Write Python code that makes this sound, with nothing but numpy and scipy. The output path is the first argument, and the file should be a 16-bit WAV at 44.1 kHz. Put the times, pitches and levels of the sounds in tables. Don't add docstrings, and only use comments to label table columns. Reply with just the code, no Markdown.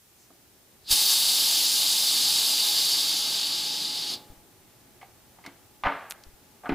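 import sys
import numpy as np
from scipy import signal
from scipy.fft import rfft, irfft
from scipy.io import wavfile
from scipy.ndimage import uniform_filter1d

SR = 44100
rng = np.random.default_rng(int(sys.argv[2]) if len(sys.argv) > 2 else 0)


def digitize_waveform(pressure):
    field = np.atleast_2d(pressure).T
    bounded = np.clip(field, -1, 1)
    quanta = np.round(bounded * 32767).astype(np.int16)
    wavfile.write(sys.argv[1], SR, quanta)


N = 297234

# frequency in Hz, relative level in dB.
JET_SPECTRUM = [(100, -47), (500, -21.5), (1200, -20), (1950, -20.5), (2600, -13), (3000, -6.5),
                (3700, -2.5), (5100, 0.5), (5650, -7), (7500, -8), (11000, -10.5), (15500, -11)]
# centre in Hz, width in Hz, lift in dB.
VALVE_RESONANCES = [(894, 170, 7), (2895, 76, 3), (3750, 390, 3), (4370, 130, -2.5), (4570, 210, 4.5),
                    (6350, 240, 2), (7480, 210, 1.5), (8150, 250, -0.5), (8940, 280, -2.5),
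                    (9640, 210, 4.5), (10500, 550, 5.5), (11860, 550, -3), (12300, 180, 5),
                    (13400, 350, 0.5), (13800, 400, -4.5), (14600, 500, -0.5), (15400, 500, -6)]
# centre in seconds, lift in dB, half length in seconds.
SURGES = [(0.924, 5.5, 0.016), (1.13, 2.5, 0.02), (4.11, 1.4, 0.043)]
# frequency in Hz, relative level in dB.
RUSH_SPECTRUM = [(40, -24), (80, -23), (115, -4.5), (165, -2), (220, -4.5), (320, 1.5), (450, -6),
                 (700, -7), (830, -5.5), (950, -14.5), (1080, -13), (2000, -19.5)]
# frequency in Hz, relative level in dB, full t60 in seconds.
LID_MODES = [(172, 2.5, 0.26), (217, -5, 0.15), (279, 8.5, 0.26), (341.3, 1, 0.45), (414, 0.5, .24),
             (590, 1, 0.3), (713, 5.5, 0.33), (777, 9, 0.16), (895, 9, 0.18), (930, 6, 0.32),
             (1015, 7.5, 0.13), (1206, 10, 0.11), (1336, -7, 0.35), (1480, -12, 0.3), (1490, 8, 0.3),
             (1610, -8, 0.17), (2025, 7, 0.19), (2194, 4, 0.24), (2160, -21, .26), (2680, -12, .22)]
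# start in seconds, level in dB, contact low-pass in Hz, lift of the bass modes
# in dB, pitch favoured by the struck spot in Hz.
KNOCKS = [(0.304, -52.5, 1100, 3.5, 375), (5.014, -48.5, 3380, -20, 2220), (5.029, -49, 2400, -18, 790),
          (5.387, -53, 1780, -7, 823), (5.440, -51, 4200, -12, 2150), (5.451, -49, 3000, 3, 970),
          (5.462, -43, 4200, 0, 1990), (5.475, -44.5, 900, 6.5, 208), (5.836, -26.5, 2570, -15, 1100),
          (5.852, -25, 2020, -10, 724), (5.859, -23, 2040, -4, 920), (5.868, -19.5, 1700, -11, 1190),
          (5.882, -32, 2320, -3, 1100), (5.920, -37.5, 1800, 1, 1260), (5.949, -39, 1400, -1, 965),
          (6.635, -46, 1530, -9, 660), (6.645, -39.5, 1600, -11, 640), (6.657, -35, 1920, -9, 1390),
          (6.667, -37.5, 1700, -4, 1240), (6.693, -28.5, 2460, 10, 367), (6.721, -31, 2000, 8, 229)]
# start in seconds, level in dB, centre in Hz, spread as a ratio, t60 in seconds.
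CLICKS = [(5.462, -41, 4300, 1.3, 0.044), (6.099, -40, 10820, 1.1, 0.099),
          (6.1093, -17.5, 4240, 2.14, 0.0016), (6.1131, -31.5, 1790, 2.0, 0.013),
          (6.1218, -24.5, 1760, 2.5, 0.0053), (6.237, -44, 4320, 1.17, 0.023),
          (6.692, -29, 2500, 1.03, 0.012)]
# start in seconds, peak of the first push in dB, peak of the second in dB.
THUMPS = [(0.906, -31, -28.5), (4.3, -37, -43), (4.372, -47, -53), (5.844, -35, -24), (6.267, -39, -41),
          (6.336, -46, -58), (6.703, -38, -25)]
# frequency in Hz, relative density in dB per Hz.
ROOM_SPECTRUM = [(15, -35), (25, -14), (66, -9.5), (126, -4.5), (144, -11.5), (188, -9), (289, -9.5),
                 (322, -11), (359, -7.5), (469, -14), (826, -14), (1080, -17.5), (1170, -16), (1410, -17),
                 (15500, -15.5)]

T = np.arange(N) / SR
F = np.fft.rfftfreq(N, 1 / SR)
AGE = T[:SR]
TOP_HZ = 15450
OPEN_S, SHUT_S, OPEN_DB_PER_S, SHUT_DB_PER_S = 0.914, 4.143, 520, 500
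JET_DB, SAG_DB_PER_S, RUNS_LOW_S, LOW_DB_PER_S = -24, 0.84, 2.92, 5
TOP_DB, TOP_SAG_DB_PER_S, TOP_LOW_DB_PER_S, TOP_DB_PER_THROTTLE_DB = -4.5, 2.2, 4, 0.49
RUSH_DB, RUSH_GROW_DB_PER_S, RUSH_RELEASE_DB_PER_S = -50, 0.5, 61
WHISTLE_HZ, WHISTLE_DB, WHISTLE_BUILD_S = 841.5, -55, 1.8
WHISTLE_RELEASE_DB_PER_S, WHISTLE_LINGER_DB = 55, -73.5
ROOM_DB, HISS_SIDE_DB = -60, -1
RUMBLE_EARLY_DB, RUMBLE_LATE_DB, RUMBLE_GROW_S = 5, 9, 2.7
RUMBLE_FADE_DB, RUMBLE_FADE_S = -4.5, 0.2
LIGHT_DB, HARD_DB = -39, -26.5
LIGHT_RING, HARD_RING = 0.36, 0.85
LIGHT_SPOT_DB, HARD_SPOT_DB = 13, 7.5
SECOND_PUSH_S = 0.018


def undb(db):
    return 10 ** (np.asarray(db) / 20)


def unit(x):
    return x / np.sqrt(np.mean(x ** 2))


def colour(points, hz):
    f, db = np.transpose(points)
    return np.interp(np.log(hz + 1), np.log(f), db)


def noise(db):
    return unit(irfft(rfft(rng.standard_normal(N)) * undb(db), N))


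def band(x, hz, kind, order=2):
    sos = signal.butter(order, np.clip(hz, 5, SR * .45), kind, fs=SR, output="sos")
    return signal.sosfilt(sos, x)


def walk(rate_hz):
    k = int(SR / rate_hz)
    steps = np.repeat(rng.standard_normal(N // k + 1), k)
    return unit(uniform_filter1d(steps, k)[:N])


def smooth_cells(shape, bins, frames):
    field = uniform_filter1d(rng.standard_normal(shape), size=bins, axis=0)
    return unit(uniform_filter1d(field, size=frames, axis=1))


def fade(t60_s):
    return np.exp(-np.log(1000) * AGE / t60_s)


def add(out, start_s, x):
    i = int(start_s * SR)
    out[i:i + len(x)] += x[:max(N - i, 0)]


def throttle(t, release_db_per_s):
    return -OPEN_DB_PER_S * np.maximum(OPEN_S - t, 0) - release_db_per_s * np.maximum(t - SHUT_S, 0)


def room_noise(rumble_side_db=-8, rumble_hz=1100, dip_db=-7, sink_db=-11, recover_s=2.5, ramp_s=0.12):
    spectrum_db = colour(ROOM_SPECTRUM, F)
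    low_share = 1 / (1 + (F / rumble_hz) ** 2)
    scale = undb(ROOM_DB) / np.sqrt(np.mean(undb(spectrum_db) ** 2))

    def part(share):
        return scale * irfft(rfft(rng.standard_normal(N)) * undb(spectrum_db) * np.sqrt(share), N)

    rumble, rumble_side = part(low_share), part(low_share)
    hiss, hiss_side = part(1 - low_share), part(1 - low_share)
    grown_db = np.interp(T, [0, RUMBLE_GROW_S], [RUMBLE_EARLY_DB, RUMBLE_LATE_DB])
    grown_db = grown_db + np.interp(T, [0, RUMBLE_FADE_S], [RUMBLE_FADE_DB, 0])
    venting_now = np.clip(np.minimum(T - OPEN_S, SHUT_S - T) / ramp_s, 0, 1)
    sunk_db = venting_now * np.interp(T - OPEN_S, [0, recover_s], [sink_db, 0])
    swell = undb(grown_db + sunk_db + 0.32 * walk(6))
    deep = irfft(rfft(rumble) / (1 + (F / 85) ** 4), N)
    rumble = rumble + deep * (undb(dip_db * venting_now) - 1)
    side = undb(rumble_side_db) * rumble_side * swell + undb(HISS_SIDE_DB) * hiss_side
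    return rumble * swell + hiss + np.outer([1, -1], side)


def kitchen(x, early_db=-12, tail_db=-18, t60_s=0.34):
    early = rng.standard_normal(len(AGE)) * fade(0.017) * (AGE > .002)
    tail = band(rng.standard_normal(len(AGE)), 3400, "lowpass") * fade(t60_s) * (AGE > .012)
    response = undb(early_db) * early / np.linalg.norm(early)
    response = response + undb(tail_db) * tail / np.linalg.norm(tail)
    return x + signal.fftconvolve(x, response)[:N]


def thumps(swing_hz=17, t60_s=0.04, soft_hz=130):
    out = np.zeros(N)
    push = band(np.cos(2 * np.pi * swing_hz * AGE) * fade(t60_s), soft_hz, "lowpass")
    push = push / push.max()
    for start_s, first_db, second_db in THUMPS:
        add(out, start_s, undb(first_db) * push)
        add(out, start_s + SECOND_PUSH_S, undb(second_db) * push)
    return out


def sleeve(at_s=0.22, length_s=0.057, db=-63):
    brush = unit(band(rng.standard_normal(N), [5300, 7200], "bandpass", order=1))
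    return undb(db) * brush * np.exp(-((T - at_s) / length_s) ** 2)


def clicks():
    out = np.zeros(N)
    for start_s, db, hz, spread, t60_s in CLICKS:
        edges_hz = hz * max(spread, 1.03) ** np.array([-1, 1])
        burst = unit(band(rng.choice([-1, 1], len(AGE)), edges_hz, "bandpass", order=1))
        add(out, start_s, undb(db) * burst * fade(t60_s))
    return out


def lid_ring(bass_db, spot_hz, spot_db, ring, bass_hz=480, spot_width=0.17, detune=0.0077):
    modes = 0
    draws = rng.uniform(-0.89, 1, (len(LID_MODES), 2))
    for (hz, gain_db, t60_s), (turn, shift) in zip(LID_MODES, draws):
        lift_db = bass_db * (hz < bass_hz) + spot_db * np.exp(-(np.log(hz / spot_hz) / spot_width) ** 2)
        phase = 2 * np.pi * hz * (1 + detune * shift) * AGE + np.pi * turn
        modes = modes + undb(gain_db + lift_db) * np.sin(phase) * fade(t60_s * ring)
    return modes


def knocks(crack_db=2, crack_t60_s=0.047, dense_db=-9, dense_full_t60_s=0.8, modes_db=-17):
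    out = np.zeros(N)
    for start_s, db, hard_hz, bass_db, spot_hz in KNOCKS:
        ring = np.interp(db, [LIGHT_DB, HARD_DB], [LIGHT_RING, HARD_RING])
        spot_db = np.interp(db, [LIGHT_DB, HARD_DB], [LIGHT_SPOT_DB, HARD_SPOT_DB])
        modes = lid_ring(bass_db, spot_hz, spot_db, ring)
        wash = band(rng.standard_normal(len(AGE)), 514, "highpass", order=3)
        wash = unit(band(wash, 3400, "lowpass", order=1))
        decay = undb(crack_db) * fade(crack_t60_s) + undb(dense_db) * fade(dense_full_t60_s * ring)
        blow = undb(modes_db) * modes + wash * decay
        add(out, start_s, undb(db) * band(blow, hard_hz, "lowpass", order=3))
    return out


def whistle(wander_hz=4, waver_db=2.0):
    phase = 2 * np.pi * np.cumsum(WHISTLE_HZ + wander_hz * walk(40)) / SR
    build = np.clip((T - OPEN_S) / WHISTLE_BUILD_S, 0, 1)
    level_db = np.maximum(WHISTLE_DB + throttle(T, WHISTLE_RELEASE_DB_PER_S), WHISTLE_LINGER_DB)
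    return unit(np.sin(phase)) * build * undb(level_db + waver_db * walk(18))


def rush(waver_db=1.0):
    level_db = RUSH_DB + RUSH_GROW_DB_PER_S * (T - OPEN_S) + throttle(T, RUSH_RELEASE_DB_PER_S)
    return noise(colour(RUSH_SPECTRUM, F)) * undb(level_db + waver_db * walk(11))


def venting(t, dullest_db=-21):
    flow_s = np.minimum(t, SHUT_S)
    since_open_s = np.maximum(flow_s - OPEN_S, 0)
    since_low_s = np.maximum(flow_s - RUNS_LOW_S, 0)
    valve_db = throttle(t, SHUT_DB_PER_S)
    surge_db = sum(db * np.exp(-((t - s) / length_s) ** 2) for s, db, length_s in SURGES)
    level_db = JET_DB - SAG_DB_PER_S * since_open_s - LOW_DB_PER_S * since_low_s + valve_db + surge_db
    top_db = TOP_DB - TOP_SAG_DB_PER_S * since_open_s - TOP_LOW_DB_PER_S * since_low_s
    top_db = top_db + TOP_DB_PER_THROTTLE_DB * valve_db
    return level_db, np.maximum(top_db, dullest_db)


def jet(flutter_db=0.35, flicker_db=0.66, drift_db=1.0, dull_from_hz=5000, seep_hz=4150, seep_db=9):
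    spectrum_db = colour(JET_SPECTRUM, F)
    for hz, width_hz, lift_db in VALVE_RESONANCES:
        spectrum_db = spectrum_db + lift_db * np.exp(-2 * ((F - hz) / width_hz) ** 2)
    gas = noise(spectrum_db)
    core = np.std(band(gas, [2800, 5600], "bandpass", order=6))
    top = np.std(band(gas, [10000, 15500], "bandpass", order=6))
    hz, t, cells = signal.stft(gas / core, SR, nperseg=256)
    level_db, top_db = venting(t)
    tilt_db = top_db - 20 * np.log10(top / core)
    reach = (np.maximum(hz - dull_from_hz, 0)[:, None] / 7200) ** 0.48
    eddies = smooth_cells(cells.shape, 9, 24)
    drift = smooth_cells(cells.shape, 3, 300)
    seep_shape = np.exp(-((hz - seep_hz) / 450) ** 2) - .5
    seep = np.outer(seep_shape, np.interp(level_db, [-52, -36], [seep_db, 0]))
    cells_db = reach * (tilt_db + drift_db * drift) + flicker_db * eddies + seep
    gas = signal.istft(cells * undb(cells_db), SR)[1][:N]
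    return gas * undb(np.interp(T, t, level_db) + flutter_db * walk(34.97))


def scene(thump_right_db=-6):
    middle = kitchen(jet() + rush() + knocks()) + whistle() + clicks() + sleeve()
    return middle + np.outer([1, undb(thump_right_db)], thumps()) + room_noise()


def record(dry):
    return signal.sosfilt(signal.ellip(10, .2, 80, TOP_HZ, fs=SR, output="sos"), dry)


dry = scene()
out = record(dry)
digitize_waveform(out)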